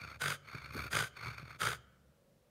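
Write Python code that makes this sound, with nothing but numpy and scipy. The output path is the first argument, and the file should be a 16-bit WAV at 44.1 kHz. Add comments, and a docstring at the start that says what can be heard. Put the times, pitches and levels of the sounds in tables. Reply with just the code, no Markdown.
"""Small dog growling and snorting

A flat-faced dog, close up in a furnished room: three rattling growls, each cut off by a sharp snort.
Slack throat tissue slaps irregularly in the growl; in the snort it flutters about fifty times a second,
chopping the air driven through the nose. Faint room tone and two soft, deep drones lie underneath."""
import sys
import numpy as np
from scipy import signal
from scipy.io import wavfile
from scipy.ndimage import uniform_filter1d

SR = 44100
rng = np.random.default_rng(int(sys.argv[2]) if len(sys.argv) > 2 else 0)


def unload_audio(sound):
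    """Save the sound as a 16-bit wav file, at the path given as the first command line argument."""
    columns = np.transpose(np.atleast_2d(sound))
    # keep every value between -1 and 1, then stretch to whole-number steps
    steps = np.round(np.clip(columns, -1, 1) * 32767)
    wavfile.write(sys.argv[1], SR, steps.astype(np.int16))


N = 110250
TIME = np.arange(N) / SR

# Colour of the room tone (frequency [Hz], level [dB])
ROOM_TONE_EQ = [(25, -12.5), (70, -5.5), (190, -1), (270, -10.5), (500, -13), (1000, -19.5),
                (2100, -25), (15000, -33)]
# Deep drones (start [s], length [s], start pitch [Hz], end pitch [Hz], level [dB])
DRONES = [(0.596, 0.288, 63.57, 90.1, -59), (1.852, 0.297, 68.4, 68.5, -69)]
# Reverb decay (frequency [Hz], t60 [s])
REVERB_T60 = [(70, 0.8), (200, 0.3), (1100, 0.7), (1550, 1.1), (3150, 0.68), (3900, 0.5), (7000, 0.3),
              (14000, 0.03)]
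# Colour of the reverb (frequency [Hz], level [dB])
REVERB_EQ = [(70, -6), (140, -11), (300, -11), (1200, -21.5), (1550, -25), (2700, -25), (3080, -13),
             (3500, -25), (6500, -15), (14000, -21)]
# Standing waves of the room (frequency [Hz], t60 [s], level [dB])
ROOM_MODES = [(71.3, 0.99, 6), (118.1, 0.595, -6), (142.5, 0.53, -3)]
# Gulps deep in the throat (time [s], pitch [Hz], level [dB])
GULPS = [(.557, 146, -41), (0.761, 260, -40), (.858, 135, -40.5), (1.286, 136, -40.5),
         (1.432, 146.5, -43.5)]
# Hard, throaty pushes (start [s], length [s], level [dB])
GRUNTS = [(0.526, 0.0418, -52.5), (0.741, .035, -48.5), (0.787, .03, -53), (0.834, 0.04, -52.5)]
# Colour of the grunts (frequency [Hz], level [dB])
GRUNT_EQ = [(60, -19.5), (240, 3.5), (470, -1), (620, -16), (5000, -68)]
# One envelope per growl (time [s], rasp level [dB], rumble level [dB])
GROWL_ENVELOPES = [
    [(0.0, -48, -54), (0.06, -50.5, -50.5), (0.104, -53, -67.5), (0.156, -56.5, -58), (0.176, -67, -59)],
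    [(0.43, -70.5, -72), (0.488, -52, -64.5), (0.558, -47.5, -48), (0.608, -53.5, -73), (0.658, -48.5, -50),
     (0.686, -57.5, -59.5), (0.802, -42.5, -46.5), (0.828, -47.5, -57), (0.862, -45.5, -54),
     (0.886, -50, -55), (0.9, -69, -57)],
    [(1.12, -82.5, -70), (1.165, -52.5, -65), (1.27, -44.5, -47.5), (1.362, -53, -63.5),
     (1.422, -48.5, -46), (1.428, -58, -50.5), (1.498, -53, -62), (1.56, -57, -57.5), (1.572, -64, -58)],
]
# Resonances of the throat (frequency [Hz], nominal width [Hz], level [dB])
THROAT_FORMANTS = [(489, 284, -11.5), (1352, 290, 1), (2280, 235, 0.5), (3557, 310, -13), (4410, 250, -7.5),
                   (5420, 260, -20.5), (6425, 430, -21), (8890, 1100, -28), (11370, 900, -30),
                   (13760, 1300, -31)]
# The hardest slaps of the growls (time [s], level relative to the rasp [dB])
HARD_SLAPS = [(0.117, 6.5), (0.516, 1.5), (.575, 1), (0.662, 6), (0.795, -2), (1.283, 5.5), (1.383, 9.5)]
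# Low body of each slap (frequency [Hz], level [dB])
CHEST_EQ = [(40, -33), (68, -5.5), (130, 0.5), (175, -11), (280, -17.5), (800, -29), (2500, -66)]
# Tilt of the teeth hiss on top of the throat's colour (frequency [Hz], level [dB])
TEETH_EQ = [(500, -20), (4400, -3), (14000, 11)]
# Snorts; hold and release count from the first flap (start [s], first flap [s], hold [s], release [s],
# level [dB], flap rate [Hz], rate gained per flap [Hz], starting nostril pitch [Hz])
SNORTS = [(0.187, 0.22, 0.085, 0.13, -34, 47, .3, 1480), (0.895, 0.934, 0.061, 0.14, -33, 52, 0.97, 1384),
          (1.581, 1.617, 0.049, 0.14, -33.5, 50, 3.71, 1300)]
# Colour of the nose (frequency [Hz], level [dB])
NOSE_EQ = [(60, -34), (150, -5), (270, -22), (420, -12), (1000, -14), (1250, -2), (1560, -1.5), (1740, -8),
           (2250, -7.5), (2850, -15.5), (3100, -11), (3750, -12), (4250, -20), (4850, -12.5), (5400, -24.5),
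           (6500, -17), (7900, -25), (8600, -18), (9400, -18.5), (10800, -25), (11500, -23), (12300, -26.5),
           (15500, -30.5)]
# Colour of the flaps' thumps (frequency [Hz], level [dB])
THUMP_EQ = [(25, -38.5), (50, -13), (90, -2), (140, 3.5), (190, -10.5), (280, -18.5), (480, -6),
            (900, -35.5), (2500, -50)]

RATTLE_PER_S, SPIT_PER_S, PUFF_S, THROAT_SWAY_HZ = 64, 400, 0.0026, 64.8
RASP_DB, SPIT_DB, RUMBLE_DB = -0.5, -7, -1
ATTACK_S, SWELL_DB_PER_S, SAG_DB_PER_S, RELEASE_S = 0.027, 20, 131, 0.012
FLAP_OPEN_S, FLAP_SHUT_S, FLAP_LEAK = 0.0034, 0.0014, 0.43
FLAP_JITTER_S, FLAP_SPREAD_DB, FLUTTER_S = 0.0006, 1.47, 0.1163
NOSTRIL_END_HZ, NOSTRIL_WIDTH_HZ, GLIDE_AT_S, GLIDE_S = 1519, 102, 0.054, 0.035
JET_HZ, JET_DB, THUMP_DB, NOSTRIL_DB = 6000, -12.5, -13.5, -6


def amp(db):
    return 10 ** (np.asarray(db) / 20)


def unit(x):
    return x / np.sqrt(np.mean(x ** 2) + 1e-20)


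def noise():
    return rng.standard_normal(N)


def read(points, hz):
    """A table's value on a log-frequency axis."""
    f, value = np.transpose(points)
    return np.interp(np.log(hz + 1), np.log(f + 1), value)


def colour(x, eq, size=4096):
    """Causal filter of unit energy; eq is a table of levels or a gain function of frequency."""
    hz = abs(np.fft.fftfreq(size, 1 / SR))
    log_gain = np.log(eq(hz) if callable(eq) else amp(read(eq, hz)))
    taps = np.fft.ifft(np.exp(np.conj(signal.hilbert(log_gain)))).real[:size // 2]
    return signal.oaconvolve(x, taps / np.linalg.norm(taps))[:N]


def peak(hz, centre, width):
    """Gain of one steep-sided resonance."""
    return 1 / (1 + ((hz - centre) / (.78 * width)) ** 2)


def resonate(x, hz, width):
    """A steep resonance that follows the pitch curve hz."""
    carrier = np.exp(2j * np.pi * np.cumsum(hz) / SR)
    r = np.exp(-np.pi * width / SR)
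    band = signal.lfilter([(1 - r) ** 2], [1, -2 * r, r * r], x / carrier + 1e-18)
    return 2 * (carrier * band).real * np.sqrt(2 / (1 - r))


def swell(start, length, db, fade_s):
    """An envelope that fades in, holds and fades out."""
    return amp(db) * np.clip(np.minimum(TIME - start, start + length - TIME) / fade_s, 0, 1)


def contour(points, column):
    """Gain along a level curve, silent outside it."""
    times, db = np.array(points)[:, [0, column]].T
    return (TIME >= times[0]) * (TIME <= times[-1]) * amp(np.interp(TIME, times, db))


def slaps(per_s, jitter, spread_db, count=400):
    """Unevenly spaced clicks of uneven size, at unit power."""
    gap, size = rng.standard_normal((count, 2)).T
    at = (np.cumsum(np.exp(jitter * gap)) / per_s * SR).astype(int)
    clicks = np.zeros(N)
    clicks[at[at < N]] = amp(spread_db * np.clip(size, -2, 2))[at < N]
    return unit(clicks)


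def room_tone():
    """A dark noise bed, plus a faint hollow band that fades away around the third snort and returns."""
    dip = np.interp(TIME, [1.0, 1.5, 1.65, 2.15], [1, 0, 0, 1])
    hollow = dip * colour(noise(), lambda hz: peak(hz, centre=540, width=86))
    return amp(-76) * hollow + amp(-71) * colour(noise(), ROOM_TONE_EQ)


def drone(start, length, from_hz, to_hz, db):
    """A soft, deep tone with an octave almost as strong."""
    pitch = np.interp(TIME, [start, start + length], [from_hz, to_hz])
    phase = 2 * np.pi * np.cumsum(pitch) / SR
    return swell(start, length, db, fade_s=0.0385) * (np.sin(phase) + amp(-1.5) * np.sin(2 * phase))


def reverb(x):
    """The room's weak, diffuse tail; deep bass and mids linger, the top dies fast."""
    hz, t, spectrum = signal.stft(rng.standard_normal(SR), SR, nperseg=1024)
    t60 = read(REVERB_T60, hz)[:, None]
    gain = amp(read(REVERB_EQ, hz))[:, None] * np.sqrt(2 * np.log(1000) / (t60 * SR))
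    tail = signal.istft(spectrum * gain * np.exp(-np.log(1000) * t / t60), SR, nperseg=1024)[1][:SR]
    fade_in = np.minimum(TIME[:SR] / 0.0057, 1)
    return signal.fftconvolve(x, tail * fade_in)[:N]


def standing_waves(x):
    """Low room modes that hum on after each push."""
    ring = np.zeros(N)
    for hz, t60, db in ROOM_MODES:
        decay = np.log(1000) / t60
        ring += amp(db) * 2 * decay / SR * np.exp(-decay * TIME) * np.cos(2 * np.pi * hz * TIME)
    return signal.fftconvolve(x, ring)[:N]


def gulp(at, hz, db, decay_s=0.0065):
    """One heavy slap deep in the throat: a few cycles of a low tone."""
    return amp(db) * np.exp(-abs(TIME - at) / decay_s) * np.sin(2 * np.pi * hz * (TIME - at))


def grunts():
    """Hard pushes drive quick, full pulses low in the throat."""
    pushes = sum(swell(*row, fade_s=0.0086) for row in GRUNTS)
    return colour(slaps(per_s=85, jitter=.2, spread_db=1.52) * pushes, GRUNT_EQ)


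def throat(x, shift_hz, tilt_db=np.zeros_like):
    """The throat's formants, all shifted together, under an optional tilt."""
    def gain(hz):
        power = sum((amp(db) * peak(hz, f + shift_hz, width)) ** 2 for f, width, db in THROAT_FORMANTS)
        return amp(tilt_db(hz)) * np.sqrt(power)
    return colour(x, gain)


def teeth_hiss(gate):
    """Pulsing air hisses past the teeth at the height of the second growl."""
    air = gate * noise() * swell(start=0.7163, length=0.17, db=-56.5, fade_s=0.0211)
    return throat(air, 0, lambda hz: read(TEETH_EQ, hz))


def growls():
    """Each slap lets a puff of air and specks of spit into the shifting throat, and thumps the chest."""
    rasp_level = sum(contour(points, 1) for points in GROWL_ENVELOPES)
    rumble_level = sum(contour(points, 2) for points in GROWL_ENVELOPES)
    rattle = slaps(RATTLE_PER_S, jitter=.45, spread_db=2)
    puffs = signal.oaconvolve(rattle, signal.windows.gaussian(1001, PUFF_S * SR), "same")
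    gate = unit(1 + unit(puffs))  # air keeps leaking between slaps
    accents = sum(amp(db) * np.exp(-.5 * ((TIME - at) / PUFF_S) ** 2) for at, db in HARD_SLAPS)
    air = amp(RASP_DB) * np.hypot(gate, accents) * noise()
    spit = amp(SPIT_DB) * gate * slaps(SPIT_PER_S, jitter=.8, spread_db=1, count=1600)
    drive = (air + spit) * rasp_level
    # The moving tongue crossfades between two throat shapes.
    wander = unit(uniform_filter1d(uniform_filter1d(noise(), size=600), size=600))
    tongue = .5 + .5 * np.tanh(2 * wander)
    rasp = throat(drive * tongue, THROAT_SWAY_HZ) + throat(drive * (1 - tongue), -THROAT_SWAY_HZ)
    rumble = amp(RUMBLE_DB) * colour(rattle * rumble_level, CHEST_EQ)
    return rasp + teeth_hiss(gate) + rumble


def palate_blast(start, first_flap, hold, release, db, per_s, quickening, nostril_hz, flaps=9):
    """The palate pops open and flutters: returns chopped flow, thumps, nostril ring and smooth flow."""
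    t = TIME - first_flap
    attack = np.clip((TIME - start) / ATTACK_S, 0, 1) ** 2
    body_db = SWELL_DB_PER_S * np.minimum(t - hold, 0) - SAG_DB_PER_S * np.maximum(t - hold, 0)
    envelope = attack * amp(db + body_db) * np.exp(-np.maximum(t - release, 0) / RELEASE_S)
    late, size = rng.standard_normal((flaps, 2)).T
    gate, thumps = np.full(N, FLAP_LEAK), np.zeros(N)
    thumps[round((start + ATTACK_S / 2) * SR)] = 0.25  # the opening pop
    gaps = 1 / (per_s + quickening * np.arange(flaps))
    flap_times = np.cumsum(gaps) - gaps + FLAP_JITTER_S * late
    for at, gain in zip(flap_times, amp(FLAP_SPREAD_DB * size)):
        gain /= 1 + (abs(at) / FLUTTER_S) ** 20  # the flutter stops abruptly
        gate += gain * np.exp(-.5 * ((t - at) / np.where(t < at, FLAP_OPEN_S, FLAP_SHUT_S)) ** 2)
        thumps[round((first_flap + at + .002) * SR)] = gain  # lands as the flap shuts
    glide = .5 + .5 * np.tanh((t - GLIDE_AT_S) / GLIDE_S)
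    pitch = nostril_hz + (NOSTRIL_END_HZ - nostril_hz) * glide
    ring = resonate(gate * noise(), pitch, NOSTRIL_WIDTH_HZ)
    return envelope * np.array([gate, thumps * np.sqrt(SR / per_s), ring, np.ones(N)])


def snorts():
    """Wet, grainy air through the nose, a smooth jet hiss, thumps and a rising nostril ring."""
    chopped, thumps, nostril, flow = sum(palate_blast(*row) for row in SNORTS)
    grain = unit(np.exp(0.33 * unit(uniform_filter1d(noise(), size=50))))
    nose = colour(chopped * grain * noise(),
                  lambda hz: amp(read(NOSE_EQ, hz)) / np.hypot(1, hz / (2 * JET_HZ)))  # softened top
    jet = colour(flow * noise(),
                 lambda hz: amp(read(NOSE_EQ, hz)) * (hz + 1) / np.hypot(hz, JET_HZ))  # thinned lows
    return nose + amp(JET_DB) * jet + amp(THUMP_DB) * colour(thumps, THUMP_EQ) + amp(NOSTRIL_DB) * nostril


def scene():
    """The dog and the room's answer over a quiet bed, in mono."""
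    dog = growls() + grunts() + sum(gulp(*row) for row in GULPS) + snorts()
    bed = room_tone() + sum(drone(*row) for row in DRONES)
    return (bed + reverb(dog) + standing_waves(dog) + dog)[None]


def record(dry):
    """A steep low-pass trims the very top."""
    taps = signal.firwin(511, cutoff=15750, window=("kaiser", 9), fs=SR)
    return signal.oaconvolve(dry, taps[None], "same")


dry = scene()
out = record(dry)
unload_audio(out)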